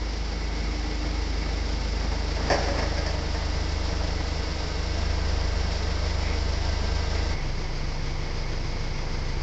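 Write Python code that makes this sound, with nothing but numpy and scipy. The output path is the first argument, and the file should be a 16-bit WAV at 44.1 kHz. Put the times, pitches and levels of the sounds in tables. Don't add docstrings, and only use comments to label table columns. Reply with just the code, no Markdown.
import sys
import numpy as np
from scipy import signal
from scipy.fft import rfft, irfft, next_fast_len
from scipy.io import wavfile
from scipy.ndimage import uniform_filter1d

SR = 44100
rng = np.random.default_rng(int(sys.argv[2]) if len(sys.argv) > 2 else 0)


def master(y):
    cut = np.clip(np.atleast_2d(y).T, -1, 1)
    pcm = np.round(cut * 32767)
    wavfile.write(sys.argv[1], SR, pcm.astype(np.int16))


N = 415551
T = np.arange(N) / SR


def undb(db):
    return 10 ** (np.asarray(db) / 20)


def level(x, db):
    return x * undb(db) / np.sqrt(np.mean(x ** 2))


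def noise():
    return rng.standard_normal(N)


def walk(rate_hz):
    size = int(SR / rate_hz)
    once = uniform_filter1d(noise(), size, mode="wrap")
    return level(uniform_filter1d(once, size, mode="wrap"), 0)


def swell(middle_s, length_s):
    return np.cos(np.pi * np.clip((T - middle_s) / length_s, -.5, .5)) ** 2


def swells(rows):
    return sum(db * swell(middle_s, length_s) for middle_s, length_s, db in rows)


def colour(x, points):
    hz, db = np.transpose(points)
    size = 2 * next_fast_len(N)
    f = np.arange(size // 2 + 1) * SR / size
    gain_db = np.interp(np.log(f + 1), np.log(hz), db)
    cepstrum = irfft(np.log(undb(gain_db)))
    cepstrum[1:size // 2] *= 2
    cepstrum[size // 2 + 1:] = 0
    response = np.exp(rfft(cepstrum))
    return irfft(rfft(x, size) * response)[:N]


def ring(x, modes):
    out = np.zeros(N)
    for hz, width_hz, db in modes:
        b, a = signal.iirpeak(hz, hz / width_hz, fs=SR)
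        out += undb(db) * signal.lfilter(b, a, x)
    return out


def tail(t60_s):
    t = T[:2 * SR]
    h = rng.standard_normal(len(t)) * undb(-60 * t / t60_s)
    return h / np.sqrt(np.sum(h ** 2))


def hall(x, wet_db):
    return x + undb(wet_db) * signal.fftconvolve(x, tail(t60_s=0.92))[:N]


def rumble():
    spectrum = [(10, -26.5), (25, -4), (60, 3.5), (110, -3.0), (200, -17.0), (600, -68)]
    return level(colour(noise(), spectrum), -41.5)


def squeaks():
    # middle_s, length_s, centre_hz, peak_db
    rubs = [(1.428, 0.07, 2180, -45), (6.282, 0.26, 2236, -41), (7.17, 0.085, 2064, -42)]
    out = np.zeros(N)
    for middle_s, length_s, hz, db in rubs:
        resonance = [(hz, 450, 0)]
        rub = ring(ring(noise(), resonance), resonance)
        out += swell(middle_s, length_s) * level(rub, db)
    return out


def knocks():
    # start_s, relative thud_db, relative clank_db, rebounding_s
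    blows = [(2.117, -14.5, -14, 0), (2.365, -14.5, -14, 0), (2.500, 0, 0, .047), (2.684, -7.5, -7, 0),
             (2.779, -8, -7, .016), (2.826, -11.5, -8, 0), (2.970, -14.5, -8.5, .016), (3.063, -12, -5, 0),
             (3.345, -11.5, -10.5, 0)]
    # hz, gain_db
    mast = [(90, -7), (165, -3), (240, -3), (450, 1), (620, 1.5), (800, 0), (1050, -4), (1350, -18),
            (2500, -36.5), (8000, -35)]
    # hz, width_hz, gain_db
    forks = [(564.1, 15, 9.5), (650, 56, -3.5), (1010, 78, -13), (1680, 87, 1), (1790, 112, 1.5),
             (1924, 73, -9), (2110, 62, -7), (2450, 16, -21), (4630, 200, -7), (5130, 420, -6)]
    rebound_gap_s, scatter_gaps, rebound_loss_db = .0105, .12, 2
    thud, clank = np.zeros(N), np.zeros(N)
    for start_s, thud_db, clank_db, rebounding_s in blows:
        for k in range(1 + int(rebounding_s / rebound_gap_s)):
            late_gaps = k + scatter_gaps * rng.standard_normal() * (k > 0)
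            start = int((start_s + late_gaps * rebound_gap_s) * SR)
            contact = tail(t60_s=0.13)
            contact[0] += .2
            span = slice(start, start + len(contact))
            thud[span] += undb(thud_db - k * rebound_loss_db) * contact
            clank[span] += undb(clank_db - k * rebound_loss_db) * contact
    steel = undb(17.5) * colour(thud, mast) + undb(12) * ring(clank, forks)
    distant = colour(steel, [(5600, 3.0), (6600, -3.5), (8000, -9)])
    return hall(distant, wet_db=-2.5)


def belt(db, second_db, waver_db):
    # middle_s, length_s, peak_db
    whistle_swells = [(.75, .9, 3.5), (7.37, .2, 7.5), (8.2, .9, 1.5)]
    upper = level(ring(ring(noise(), [(2186, 75, 0)]), [(2194, 250, 0)]), 0)
    lower = level(ring(ring(noise(), [(2000, 58, 0)]), [(2017, 110, 0)]), second_db)
    return undb(db + swells(whistle_swells) + waver_db * walk(rate_hz=3)) * (upper + lower)


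def gated(turn, depth, sway_db):
    firing = 1 + depth * np.cos(2 * np.pi * turn)
    sway = undb(sway_db * np.cos(np.pi * turn / 2))
    return noise() * firing * sway


def clatter(turn, scatter_db, loose_db):
    blows = np.diff(np.floor(turn), prepend=0) * undb(scatter_db * noise())
    cylinder = np.floor(turn) % 4
    shared = tail(t60_s=0.45)
    repeating = np.zeros(N)
    for k in range(4):
        response = (shared + 0.69 * tail(t60_s=0.43))[:SR // 3]
        repeating += signal.oaconvolve(blows * (cylinder == k), response)[:N]
    loose = gated(turn, depth=0.047, sway_db=0.8)
    return level(repeating, 0) + level(loose, loose_db)


def tone(turn, multiple, db, waver_db):
    hz, silencer_hz, width_hz = 26 * multiple, 46, 9
    lag = np.arctan2(width_hz * hz, silencer_hz ** 2 - hz ** 2)
    gain = np.sqrt(2) * undb(db + waver_db * walk(rate_hz=15))
    return gain * np.sin(2 * np.pi * multiple * turn - lag)


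def exhaust(turn, near, alongside):
    # firing_multiple, doorway_db, near_gain_db, side_gain_db
    orders = [(1, -50, 16, 3), (2, -29, 1.5, -3), (3, -39, 10, 0.6), (4, -58.5, 6.5, 6)]
    # middle_s, length_s, peak_db
    load = [(4.6, 1, -3), (5.3, 0.84, 1.5)]
    load_db = swells(load)
    return sum(tone(turn, multiple, door_db + near * near_db + alongside * side_db + load_db, waver_db=0.43)
               for multiple, door_db, near_db, side_db in orders)


def body_lines(turn, alongside):
    # firing_multiple, doorway_db, alongside_db
    orders = [(5.036, -56.5, -52), (5.504, -49.5, -52.5), (6.255, -49, -53), (6.54, -53.5, -48),
              (6.955, -59, -50), (8.85, -50, -54), (11.02, -52, -62.5), (12.7, -52.5, -51.5),
              (16.86, -54.5, -56), (17.85, -55, -53), (18.78, -62, -54.5), (25.98, -58.5, -52),
              (31.36, -57, -62.5), (35, -56, -53.5), (38.04, -60, -54), (44.1, -66, -59.5)]
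    return sum(tone(turn, multiple, door_db + alongside * (side_db - door_db), waver_db=2)
               for multiple, door_db, side_db in orders)


def block_near(turn, near, alongside, jolt_db):
    # hz, gain_db
    front_spectrum = [(60, -28.5), (95, -15), (140, -6), (190, -7), (230, -8.5), (265, -10), (320, -9.5),
                      (370, -12), (460, -7.5), (600, -12.5), (850, -13.5), (1100, -17.5), (1750, -18.5),
                      (2250, -20.5), (2700, -32.5), (5000, -87.5)]
    # hz, gain_db
    side_spectrum = [(60, -26), (95, -8), (165, -6), (205, -10), (265, -12), (320, -10), (365, -14),
                     (460, -6), (520, -11), (600, -8.5), (760, -12.5), (920, -12.5), (1130, -17.5),
                     (1900, -18.5), (2700, -31), (5000, -92)]
    shake = clatter(turn, scatter_db=2.5, loose_db=2)
    front = level(colour(shake, front_spectrum), -0.44)
    side = level(colour(shake, side_spectrum), -0.6)
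    return undb(-38.5 + 3.5 * near + jolt_db) * ((1 - alongside) * front + alongside * side)


def covers(turn, alongside):
    # hz, width_hz, gain_db
    modes = [(1254, 19, 0.5), (2760, 23, -3.5), (3770, 19, -5.5)]
    return level(ring(gated(turn, depth=.1, sway_db=-4.0), modes), -56 + 3 * alongside)


def hiss_near(turn, near, jolt_db):
    # hz, gain_db
    spectrum = [(1410, -25.5), (2400, -7.5), (2960, -7.5), (3720, -7), (4010, -7), (4750, -2), (5450, -2.5),
                (6350, -15), (7360, -17), (7750, -28), (8110, -25.5), (10500, -60), (17800, -120)]
    db = -42.5 + 3.5 * near + 0.35 * jolt_db + 0.51 * walk(rate_hz=56)
    return level(colour(gated(turn, depth=0.1, sway_db=0.5), spectrum), db)


def fan(turn):
    # middle_s, length_s, peak_db
    hum_swells = [(1.05, 0.92, 7), (3.75, 1.1, 4)]
    return tone(turn, 11.73, -47 - 0.51 * T + swells(hum_swells), waver_db=1.3)


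def pump(turn, firing_hz, near):
    db_per_hz = 3.5
    db = -66 + 15 * near + db_per_hz * (firing_hz - firing_hz.mean())
    return tone(turn + .009 * walk(rate_hz=28), 60.7, db, waver_db=2.0)


def engine_near(turn, firing_hz):
    approach_s, side_on_s, side_on_takes_s = 2.8, 2.03, 1.03
    # middle_s, length_s, peak_db
    jolt = [(2.62, 1, 4.8)]
    near = 1 - np.exp(-T / approach_s)
    alongside = np.clip((T - side_on_s) / side_on_takes_s, 0, 1)
    jolt_db = swells(jolt)
    lines = exhaust(turn, near, alongside) + body_lines(turn, alongside)
    rattle = block_near(turn, near, alongside, jolt_db) + covers(turn, alongside)
    whistle = belt(-51, second_db=-2.5 + 2.2 * alongside, waver_db=0.6)
    return lines + rattle + hiss_near(turn, near, jolt_db) + fan(turn) + pump(turn, firing_hz, near) + whistle


def engine_far(turn):
    # firing_multiple, level_db
    orders = [(1, -29.5), (2, -37.5), (3, -37.5), (4, -44), (5.5, -41.5), (11, -55), (12.7, -52.5),
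              (18, -59), (28, -59), (34, -59.5), (37, -58.5)]
    # hz, gain_db
    block_spectrum = [(60, -13.5), (95, -10), (115, -10), (148, -7), (175, -6), (230, -9.5), (310, -11.5),
                      (420, -11), (540, -14), (900, -16), (1400, -21.5), (2170, -20.5), (2600, -43),
                      (5000, -97.5)]
    # hz, gain_db
    hiss_spectrum = [(1410, -26), (2400, -6), (2730, -9), (3210, -8.5), (3800, -10.5), (4900, -3),
                     (5790, -9), (7070, -21), (8110, -31.5), (10500, -73), (17800, -120)]
    lines = sum(tone(turn, multiple, db, waver_db=.6 * np.log(multiple)) for multiple, db in orders)
    block = level(colour(clatter(turn, scatter_db=1.5, loose_db=2), block_spectrum), -37.5)
    hiss = level(colour(gated(turn, depth=.045, sway_db=0.96), hiss_spectrum), -43.0)
    return lines + block + hiss + belt(-51, second_db=-4.5, waver_db=0.5)


def scene():
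    # time_s, firing_hz
    speed = [(0, 25.96), (.5, 25.68), (2.0, 25.61), (2.5, 25.3), (3.7, 25.76), (4.3, 25.27), (4.75, 25.26),
             (5.05, 26.18), (5.6, 25.7), (8.3, 26.18)]
    move_s, move_takes_s = 7.335, 0.018
    firing_hz = np.interp(T, *np.transpose(speed))
    turn = np.cumsum(firing_hz) / SR + .5 + .004 * walk(rate_hz=13)
    moved = np.clip((T - move_s) / move_takes_s + .5, 0, 1)
    engine = np.sqrt(1 - moved) * engine_near(turn, firing_hz) + np.sqrt(moved) * engine_far(turn)
    return (rumble() + squeaks() + knocks() + engine)[None]


def record(dry):
    top_hz, ripple_db, stop_db = 7900, .2, 75
    return signal.sosfilt(signal.ellip(10, ripple_db, stop_db, top_hz, fs=SR, output="sos"), dry)


dry = scene()
out = record(dry)
master(out)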